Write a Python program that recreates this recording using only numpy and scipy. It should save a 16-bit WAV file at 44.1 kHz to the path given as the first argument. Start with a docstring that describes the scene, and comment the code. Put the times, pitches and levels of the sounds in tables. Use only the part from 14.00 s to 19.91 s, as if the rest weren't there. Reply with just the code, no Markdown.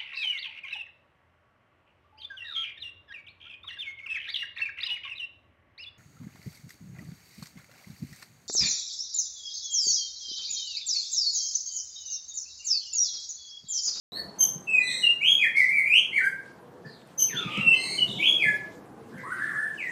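"""A caged shama sings a metre or two away in a hard-walled room that smears each glide.
Its vibrating syrinx opens with a thin slide, a squeak, short whistles and a nasal buzz, then slurs
pure whistles around a husky warble. After a lull come a second squeak, a reedy falling call and a
busy run of whistles, buzz and chatter, as soft bumps gather and the low rumble and faint rustle swell.
A long fluttering whistle and one falling note close the song. Small clicks dot it along the way."""
import sys
import numpy as np
from scipy import signal
from scipy.fft import rfft, irfft
from scipy.io import wavfile
from scipy.ndimage import uniform_filter1d

SR = 44100
rng = np.random.default_rng(int(sys.argv[2]) if len(sys.argv) > 2 else 0)


def wav_out(sig):
    """Save sig, one row per channel (or a flat mono array), as 16-bit PCM at SR to the path in sys.argv[1]."""
    wavfile.write(sys.argv[1], SR, np.round(np.clip(np.atleast_2d(sig).T, -1, 1) * 32767).astype(np.int16))


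N = 260631
TIME = np.arange(N) / SR

# Sliding whistles: start_s, length_s, peak_after_s, level_db, from_hz, to_hz, halfway_after_s, slide_s
SLIDES = [ (0.093, 0.1, 0.12, -29, 3680, 4530, 0.049, 0.02),
          (1.204, 0.14, 0.11, -11.5, 1960, 3301, 0.029, 0.017),
          (1.381, 0.076, 0.041, -17.5, 2560, 1270, 0.065, 0.014),
          (1.863, 0.13, 0.086, -13.5, 2300, 3510, 0.093, 0.024),
          (2.117, 0.029, 0.034, -21, 1977, 2402, 0.021, 0.0077),
          (2.144, 0.048, 0.025, -16.5, 2328, 1270, 0.046, 0.0096),
          (2.203, 0.065, 0.052, -18, 1508, 1645, 0.041, 0.0098),
          (3.346, 0.048, 0.032, -24, 2920, 3636, 0.016, 0.0089),
          (3.706, 0.041, 0.038, -21.5, 2315, 3450, 0.028, 0.015),
          (4.184, 0.13, 0.11, -14, 2198, 3311, 0.05, 0.011),
          (4.384, 0.075, 0.045, -18, 2650, 1926, 0.042, 0.014)]
# Whistles that drop onto a note: start_s, length_s, peak_after_s, level_db, from_hz, to_hz
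DROPS = [ (0.667, 0.045, 0.032, -19, 2708, 2530), (0.713, 0.088, 0.04, -16.5, 2680, 2419),
         (1.021, 0.052, 0.033, -11, 3016, 2656), (3.595, 0.033, 0.017, -20, 2835, 2655),
         (3.652, 0.078, 0.013, -13.5, 2723, 2646), (3.97, 0.08, 0.024, -18.5, 3102, 2867),
         (4.439, 0.079, 0.044, -21.5, 1795, 1667), (5.768, 0.13, 0.036, -30.5, 3280, 1793)]
# Thin squeaks: start_s, length_s, pitch_hz, level_db
SQUEAKS = [(0.384, 0.068, 6280, -16), (3.175, 0.057, 6202, -16.5)]
# Nasal buzzes: start_s, length_s, peak_after_s, level_db, from_hz, to_hz, brightness_db
BUZZES = [(0.775, .25, 0.097, -30, 2015, 1976, -5), (3.715, 0.26, 0.2, -30.5, 2053, 2180, -4.5)]
# Hoarse chatter, with one faint 5 kHz second voice (3.728 s) sounding under the second buzz: start_s, length_s,
# peak_after_s, level_db, from_hz, to_hz, flutter_share_of_pitch
CHATTER = [ (0.149, 0.088, 0.014, -45.5, 1820, 1768, 0.052), (0.867, 0.061, 0.015, -33, 3844, 3650, 0.02),
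           (2.842, 0.039, 0.0061, -42.5, 1694, 1770, 0.025), (2.847, 0.14, 0.062, -51.5, 4910, 3540, 0.046),
           (3.495, 0.13, 0.08, -30.5, 2867, 2480, 0.14), (3.728, 0.32, 0.04, -48.5, 4900, 4960, 0.011),
           (4.069, 0.12, 0.018, -32.5, 3680, 3650, 0.012), (4.141, 0.1, 0.079, -35, 3360, 3095, 0.1),
           (5.116, 0.13, 0.098, -46.5, 1555, 1675, 0.05), (5.167, 0.067, 0.025, -44.5, 2060, 1960, 0.043),
           (5.217, 0.33, 0.36, -42.5, 1920, 1955, 0.025)]
# Contours of the husky warble and the reedy call: time_s, pitch_hz, level_db
WARBLE = [(1.55, 2167, -26), (1.575, 2217, -13), (1.597, 2192, -19.5), (1.622, 1940, -18.5),
          (1.636, 2310, -32), (1.66, 2044, -48.5), (1.685, 2072, -19), (1.718, 2352, -28.5),
          (1.765, 2275, -21.5), (1.788, 2214, -14), (1.803, 2020, -26.5), (1.825, 2150, -30.5),
          (1.88, 2373, -20)]
REED = [(3.283, 2850, -39.5), (3.305, 1930, -39), (3.345, 1503, -37), (3.41, 1292, -39), (3.53, 1171, -40),
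        (3.575, 1305, -37), (3.595, 1290, -31)]
# Contour of the long fluttering whistle: time_s, pitch_hz, level_db, dip_share_of_pitch
FLUTTER = [(5.235, 973, -40, 0.14), (5.264, 1257, -36, 0.074), (5.3, 1276, -41, 0.025),
           (5.318, 1542, -24, 0.051), (5.345, 1553, -44.5, 0.22), (5.392, 1555, -31, 0.32),
           (5.415, 1737, -32, 0.11), (5.53, 1699, -35.5, 0.4), (5.6, 1758, -29.5, 0.18),
           (5.68, 1766, -36, 0.15), (5.745, 1722, -48, 0.069)]

# Overtone colour of each voice, against its fundamental: frequency_hz, gain_db
HIGH_SLIDE_TONE = [(4600, -42.5), (6500, -28), (7600, -37.5), (9600, -34.5), (12500, -42.5)]
LOW_SLIDE_TONE = [(3100, -40.5), (4800, -33.5), (6300, -41), (8200, -35), (9800, -32.5), (12000, -42)]
WHISTLE_TONE = [(2500, -24), (5200, -40), (7800, -28), (10000, -49)]
SQUEAK_TONE = [(12500, -11.5)]
UNDERTONE_TONE = [(6200, -9), (9400, -3.5), (12500, -23.5)]
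BUZZ_TONE = [(4100, 7), (6100, -12.5), (8300, -0.5), (10200, -24), (13000, -28)]
WARBLE_TONE = [(4500, -38.5), (6500, -44), (9000, -31.5), (11000, -40.5)]
REED_TONE = [(2400, 0.5), (3600, -10.5), (4300, -14.5), (8000, -36.5)]
FLUTTER_TONE = [(4700, -38.5), (7000, -58), (9000, -20.5), (11000, -45)]

# Beak snaps and scratchy note onsets: start_s, peak_db, centre_hz, decay_s
BEAK_CLICKS = [(.401, -28.5, 6660, 0.004), (1.563, -33.5, 4900, 0.067), (3.196, -27.5, 5950, 0.0037)]
# Soft low bumps: start_s, peak_db
BUMPS = [(0.555, -33), (2.848, -37), (3.341, -31), (3.448, -27), (3.573, -25), (3.662, -29), (4.082, -30),
         (4.151, -33.5), (4.458, -31), (5.137, -37.5)]
# Dry, close ticks: start_s, peak_db, centre_hz
TICKS = [(1.095, -37.5, 428), (3.017, -50, 2000), (3.074, -51, 7900), (3.574, -36, 6000),
         (5.183, -51, 8000)]
# Reverb time of the room: frequency_hz, t60_s
ROOM_DECAY = [(300, 0.052), (1500, 0.47), (2700, 0.39), (6500, 0.35), (13000, 0.27)]
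# Colours of the background beds: frequency_hz, gain_db
AIR_COLOUR = [(30, -43), (140, -3.5), (350, -11), (1600, -18.5), (2500, -32), (15000, -49.5)]
RUMBLE_COLOUR = [(40, -23.5), (130, 2), (490, 2), (650, -4), (1050, -6), (2200, -53)]
RUSTLE_COLOUR = [(500, -16.5), (1500, 9), (7500, 1), (15000, -8)]
# Fader moves of the beds: time_s, level_db
RUMBLE_FADER = [(.3, -47.5), (1.6, -59), (2.7, -51), (3.1, -55), (3.65, -43), (4.6, -45), (5.3, -52)]
RUSTLE_FADER = [(2.3, -65), (2.8, -70.5), (3.5, -60.5), (4.3, -52), (4.8, -63.5), (4.92, -68), (5.3, -58)]


def song():
    """The lead: all the bird's voices, dry."""
    warble = syrinx([WARBLE], WARBLE_TONE, jitter=0.016, jitter_hz=138.3, rasp=0.45)
    long_whistle = syrinx([FLUTTER], FLUTTER_TONE, jitter=0.0191, jitter_hz=200,
                          flutter_hz=41.1, uneven=0.2056, throb=0.71, dip_sharpness=3.1)
    reedy_call = syrinx([REED], REED_TONE, jitter=0.018, jitter_hz=150, rasp=0.45)
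    return drops() + slides() + squeaks() + buzzes() + chatter() + warble + reedy_call + long_whistle


def syrinx(notes, tone, jitter, jitter_hz, bright_db=0, rasp=0, flutter_hz=0, uneven=0,
           throb=0, dip_sharpness=0, glint_db=0, glint_hz=25, open_s=0):
    """A vibrating membrane glides through each note; a fast flutter can swing its pitch and strength."""
    out = np.zeros(N)
    for rows in notes:  # time_s, pitch_hz, level_db and, optionally, flutter_share_of_pitch
        times, *columns = np.transpose(rows)
        t = np.arange(times[0], times[-1], 1 / SR)
        pitch, level_db, *flutter = (np.interp(t, times, column) for column in columns)
        pitch = pitch * (1 + jitter * drift(len(t), jitter_hz))
        strength = gain_of(level_db) * signal.windows.tukey(len(t), min(0.0027 * SR / len(t), 1))
        if flutter:
            depth = flutter[0]
            beat_hz = flutter_hz * (1 + uneven * drift(len(t), flutter_hz))
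            beat = np.sin(2 * np.pi * np.cumsum(beat_hz) / SR)
            if dip_sharpness:  # the note holds, and each beat is a brief dip below it
                beat = -((1 - beat) / 2) ** dip_sharpness
            pitch = pitch * (1 + depth * beat)
            tremolo = throb * beat * (1 if dip_sharpness else depth / depth.max())
            strength = strength * evened(1 + tremolo)  # louder at the top of each swing
        phase = 2 * np.pi * np.cumsum(pitch) / SR
        rough_phase = phase + rasp * drift(len(t), 280)  # uneven closures blur the overtones
        overtones = np.zeros(len(t))
        for k in range(2, 10):
            flare_db = glint_db * drift(len(t), glint_hz) if glint_db else 0
            weight = gain_of(curve_at(tone, k * pitch) + flare_db) * (k * pitch < SR / 2)
            overtones += weight * np.sin(k * rough_phase)
        fundamental = np.sin(phase)
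        if open_s:  # the beak opens and shifts the weight to the overtones
            opening = np.minimum((t - times[0]) / open_s, 1) ** 3
            fundamental, overtones = fundamental * (1 - opening / 2), overtones * opening
        add(out, times[0], strength * evened(fundamental + gain_of(bright_db) * overtones))
    return out


def envelope(start_s, length_s, peak_s, level_db, rise_db, fall_db, attack_s=0.015, release_s=0.0039):
    """A note fades in, swells, eases off and stops. Gives scene time, note time and level in dB."""
    t = np.linspace(0, length_s, 200)
    peak_s = np.clip(peak_s, 0.05 * length_s, 0.95 * length_s)
    swell_db = -np.interp(t, [0, peak_s, length_s], [rise_db, 0, fall_db])
    fades = np.clip(np.minimum(t / attack_s, (length_s - t) / release_s), 1e-3, 1)
    return start_s + t, t, level_db + swell_db + 20 * np.log10(fades)


def slides(register_hz=2800, thin_above_hz=4000):
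    """Pure whistles slur from note to note along an S-curve; the target pitch sets their colour."""
    out = np.zeros(N)
    for *shape, from_hz, to_hz, halfway_s, slide_s in SLIDES:
        times, t, db = envelope(*shape, rise_db=14.5, fall_db=6.5)
        pitch = from_hz + (to_hz - from_hz) / (1 + np.exp((halfway_s - t) / slide_s))
        tone = HIGH_SLIDE_TONE if to_hz > register_hz else LOW_SLIDE_TONE
        out += syrinx([np.c_[times, pitch, db]], tone, jitter=0.013, jitter_hz=120,
                      bright_db=15.5 * (to_hz > thin_above_hz), rasp=0.2, glint_db=3.0)
    return out


def drops(settle_s=0.038):
    """Whistles that start high and settle toward their note."""
    notes = []
    for *shape, from_hz, to_hz in DROPS:
        times, t, db = envelope(*shape, rise_db=14.5, fall_db=7.5)
        pitch = to_hz + (from_hz - to_hz) * np.exp(-t / settle_s)
        notes.append(np.c_[times, pitch, db])
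    return syrinx(notes, WHISTLE_TONE, jitter=0.0075, jitter_hz=115, rasp=0.067)


def squeaks(break_s=0.016, swell_s=0.0057, undertone_db=-18.5, flutter_depth=0.035):
    """A high, steady tone breaks, adding a scratch just below it and an undertone an octave down."""
    tones, undertones, scratches = [], [], []
    for start_s, length_s, pitch_hz, level_db in SQUEAKS:
        times, t, db = envelope(start_s, length_s, peak_s=0.042, level_db=level_db,
                                rise_db=5, fall_db=19.5)
        pitch = np.full_like(t, pitch_hz)
        voice_break = np.clip((t - break_s) / swell_s, 1e-3, 1)
        under_db = db + undertone_db + 20 * np.log10(voice_break)
        tones.append(np.c_[times, pitch, db])
        undertones.append(np.c_[times, pitch / 2, under_db, np.full_like(t, flutter_depth)])
        scratches.append(np.c_[times, pitch - 250, under_db + 3.5])
    return (syrinx(tones, SQUEAK_TONE, jitter=0.012, jitter_hz=193, rasp=0.16)
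            + syrinx(scratches, SQUEAK_TONE, jitter=0.035, jitter_hz=411)
            + syrinx(undertones, UNDERTONE_TONE, jitter=0.022, jitter_hz=301,
                     flutter_hz=113.4, uneven=0.2))


def buzzes(flutter_depth=0.048, build_s=0.13):
    """A nasal tone starts dull and clean, then brightens and builds to a rattle."""
    out = np.zeros(N)
    for *shape, from_hz, to_hz, bright_db in BUZZES:
        times, t, db = envelope(*shape, rise_db=6, fall_db=3.5)
        pitch = np.linspace(from_hz, to_hz, len(t))
        rattle = flutter_depth * np.minimum(t / build_s, 1) ** 4
        out += syrinx([np.c_[times, pitch, db, rattle]], BUZZ_TONE, jitter=0.011, jitter_hz=206,
                      bright_db=bright_db, flutter_hz=91.7, uneven=0.16, throb=0.17, open_s=0.062)
    return out


def chatter():
    """Straight glides made hoarse by a fast, uneven flutter."""
    notes = []
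    for *shape, from_hz, to_hz, depth in CHATTER:
        times, t, db = envelope(*shape, rise_db=5, fall_db=13.5)
        pitch = np.linspace(from_hz, to_hz, len(t))
        notes.append(np.c_[times, pitch, db, np.full_like(t, depth)])
    return syrinx(notes, WHISTLE_TONE, jitter=0.043, jitter_hz=350, bright_db=4,
                  flutter_hz=145, uneven=0.24)


def knocks(rows, spread):
    """Each contact is a short, dying noise burst around one broad resonance."""
    out, t = np.zeros(N), TIME[:SR // 4]
    for start_s, peak_db, centre_hz, decay_s in rows:
        band_hz = np.clip([centre_hz / (1 + spread), centre_hz * (1 + spread)], 20, SR / 2 - 100)
        hit = rng.standard_normal(len(t)) * np.exp(-t / decay_s)
        burst = signal.sosfilt(signal.butter(2, band_hz, "band", fs=SR, output="sos"), hit)
        add(out, start_s, gain_of(peak_db) * burst / abs(burst).max())
    return out


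def room(dry, direct_db, early_db, tail_db, shadow_hz, echoes_per_s=4000):
    """Direct sound, three echoes off near surfaces, then a dense tail that rings longest in the mids."""
    echoes = rng.choice([-1., 1.], SR) * (rng.random(SR) < echoes_per_s / SR)
    hz, t, spectrum = signal.stft(echoes, SR, nperseg=256)
    decay = gain_of(-60 * t / curve_at(ROOM_DECAY, hz)[:, None])
    tail = signal.istft(spectrum * decay, SR, nperseg=256)[1][:SR]
    tail = tail * np.minimum(TIME[:SR] / 0.009, 1)
    near = gain_of(direct_db) * signal.unit_impulse(SR)
    for delay_s in [.0052, .0125, .033]:
        near[round(delay_s * SR)] += gain_of(early_db)
    # the beak beams its treble past the microphone, so that arrives mostly by way of the walls
    near = signal.lfilter(*signal.butter(1, shadow_hz, fs=SR), near)
    return signal.oaconvolve(dry, near + gain_of(tail_db) * tail / np.linalg.norm(tail))[:N]


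def background():
    """The bed: steady room air, with a distant rumble and a faint, fitful rustle that swell and fade."""
    rumble = patchy(noise(RUMBLE_COLOUR), patch_db=4.5, width_hz=45, patch_s=0.2)
    rumble *= gain_of(np.interp(TIME, *np.transpose(RUMBLE_FADER)))
    rustle = patchy(noise(RUSTLE_COLOUR), patch_db=3.5, width_hz=2600, patch_s=0.035)
    rustle *= gain_of(np.interp(TIME, *np.transpose(RUSTLE_FADER)))
    air = gain_of(-54.5) * noise(AIR_COLOUR)
    return air + rumble + rustle


def patchy(bed, patch_db, width_hz, patch_s):
    """Lets bands of a steady noise swell and fade at random."""
    hz, t, spectrum = signal.stft(bed, SR, nperseg=2048, noverlap=1536)
    swells = rng.standard_normal(spectrum.shape[::-1])
    swells = uniform_filter1d(swells, max(round(patch_s / t[1]), 1), axis=0)
    swells = evened(uniform_filter1d(swells, max(round(width_hz / hz[1]), 1), axis=1))
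    spectrum *= gain_of(patch_db * swells.T)
    return evened(signal.istft(spectrum, SR, nperseg=2048, noverlap=1536)[1][:N])


def noise(colour):
    """Steady noise of rms 1 with the given colour."""
    eq = gain_of(curve_at(colour, np.fft.rfftfreq(N, 1 / SR)))
    return evened(irfft(rfft(rng.standard_normal(N)) * eq, N))


def drift(size, rate_hz):
    """Random wobble of rms about 1, rolled off above the rate."""
    hz = np.fft.rfftfreq(SR, 1 / SR)
    return evened(irfft(rfft(rng.standard_normal(SR)) / (1 + (hz / rate_hz) ** 4)))[:size]


def curve_at(points, hz):
    """Reads a curve on a log-frequency axis."""
    point_hz, value = np.transpose(points)
    return np.interp(np.log(hz + 1), np.log(point_hz + 1), value)


def gain_of(db):
    """Decibels to amplitude."""
    return 10 ** (np.asarray(db) / 20)


def evened(x):
    """Scales to rms 1."""
    return x / np.sqrt(np.mean(x ** 2) + 1e-20)


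def add(mix, start_s, sound):
    """Lays a sound into the mix."""
    part = mix[max(round(start_s * SR), 0):][:len(sound)]
    part += sound[:len(part)]


def scene():
    """The mono mix: bird and beak clicks in the room, over dry bumps, ticks and the bed."""
    bird = song() + knocks(BEAK_CLICKS, spread=0.21)
    bird_in_room = room(bird, direct_db=-4, early_db=-14, tail_db=-2.5, shadow_hz=5670)
    bumps = knocks([(*row, 165, .035) for row in BUMPS], spread=0.34)  # 165 Hz thuds, 35 ms decay
    ticks = knocks([(*row, .002) for row in TICKS], spread=0.46)  # 2 ms decay
    return (bird_in_room + bumps + ticks + background())[None]


def record(dry):
    """The microphone opens just after the start; a steep high cut trims the top."""
    open_s, fade_s, high_cut_hz = 0.12, 0.00081, 15400
    opened = dry * np.clip((TIME - open_s) / fade_s, 0, 1)
    high_cut = signal.firwin(511, high_cut_hz, window=("kaiser", 9), fs=SR)
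    return signal.oaconvolve(opened, high_cut[None], "same")


dry = scene()
out = record(dry)
wav_out(out)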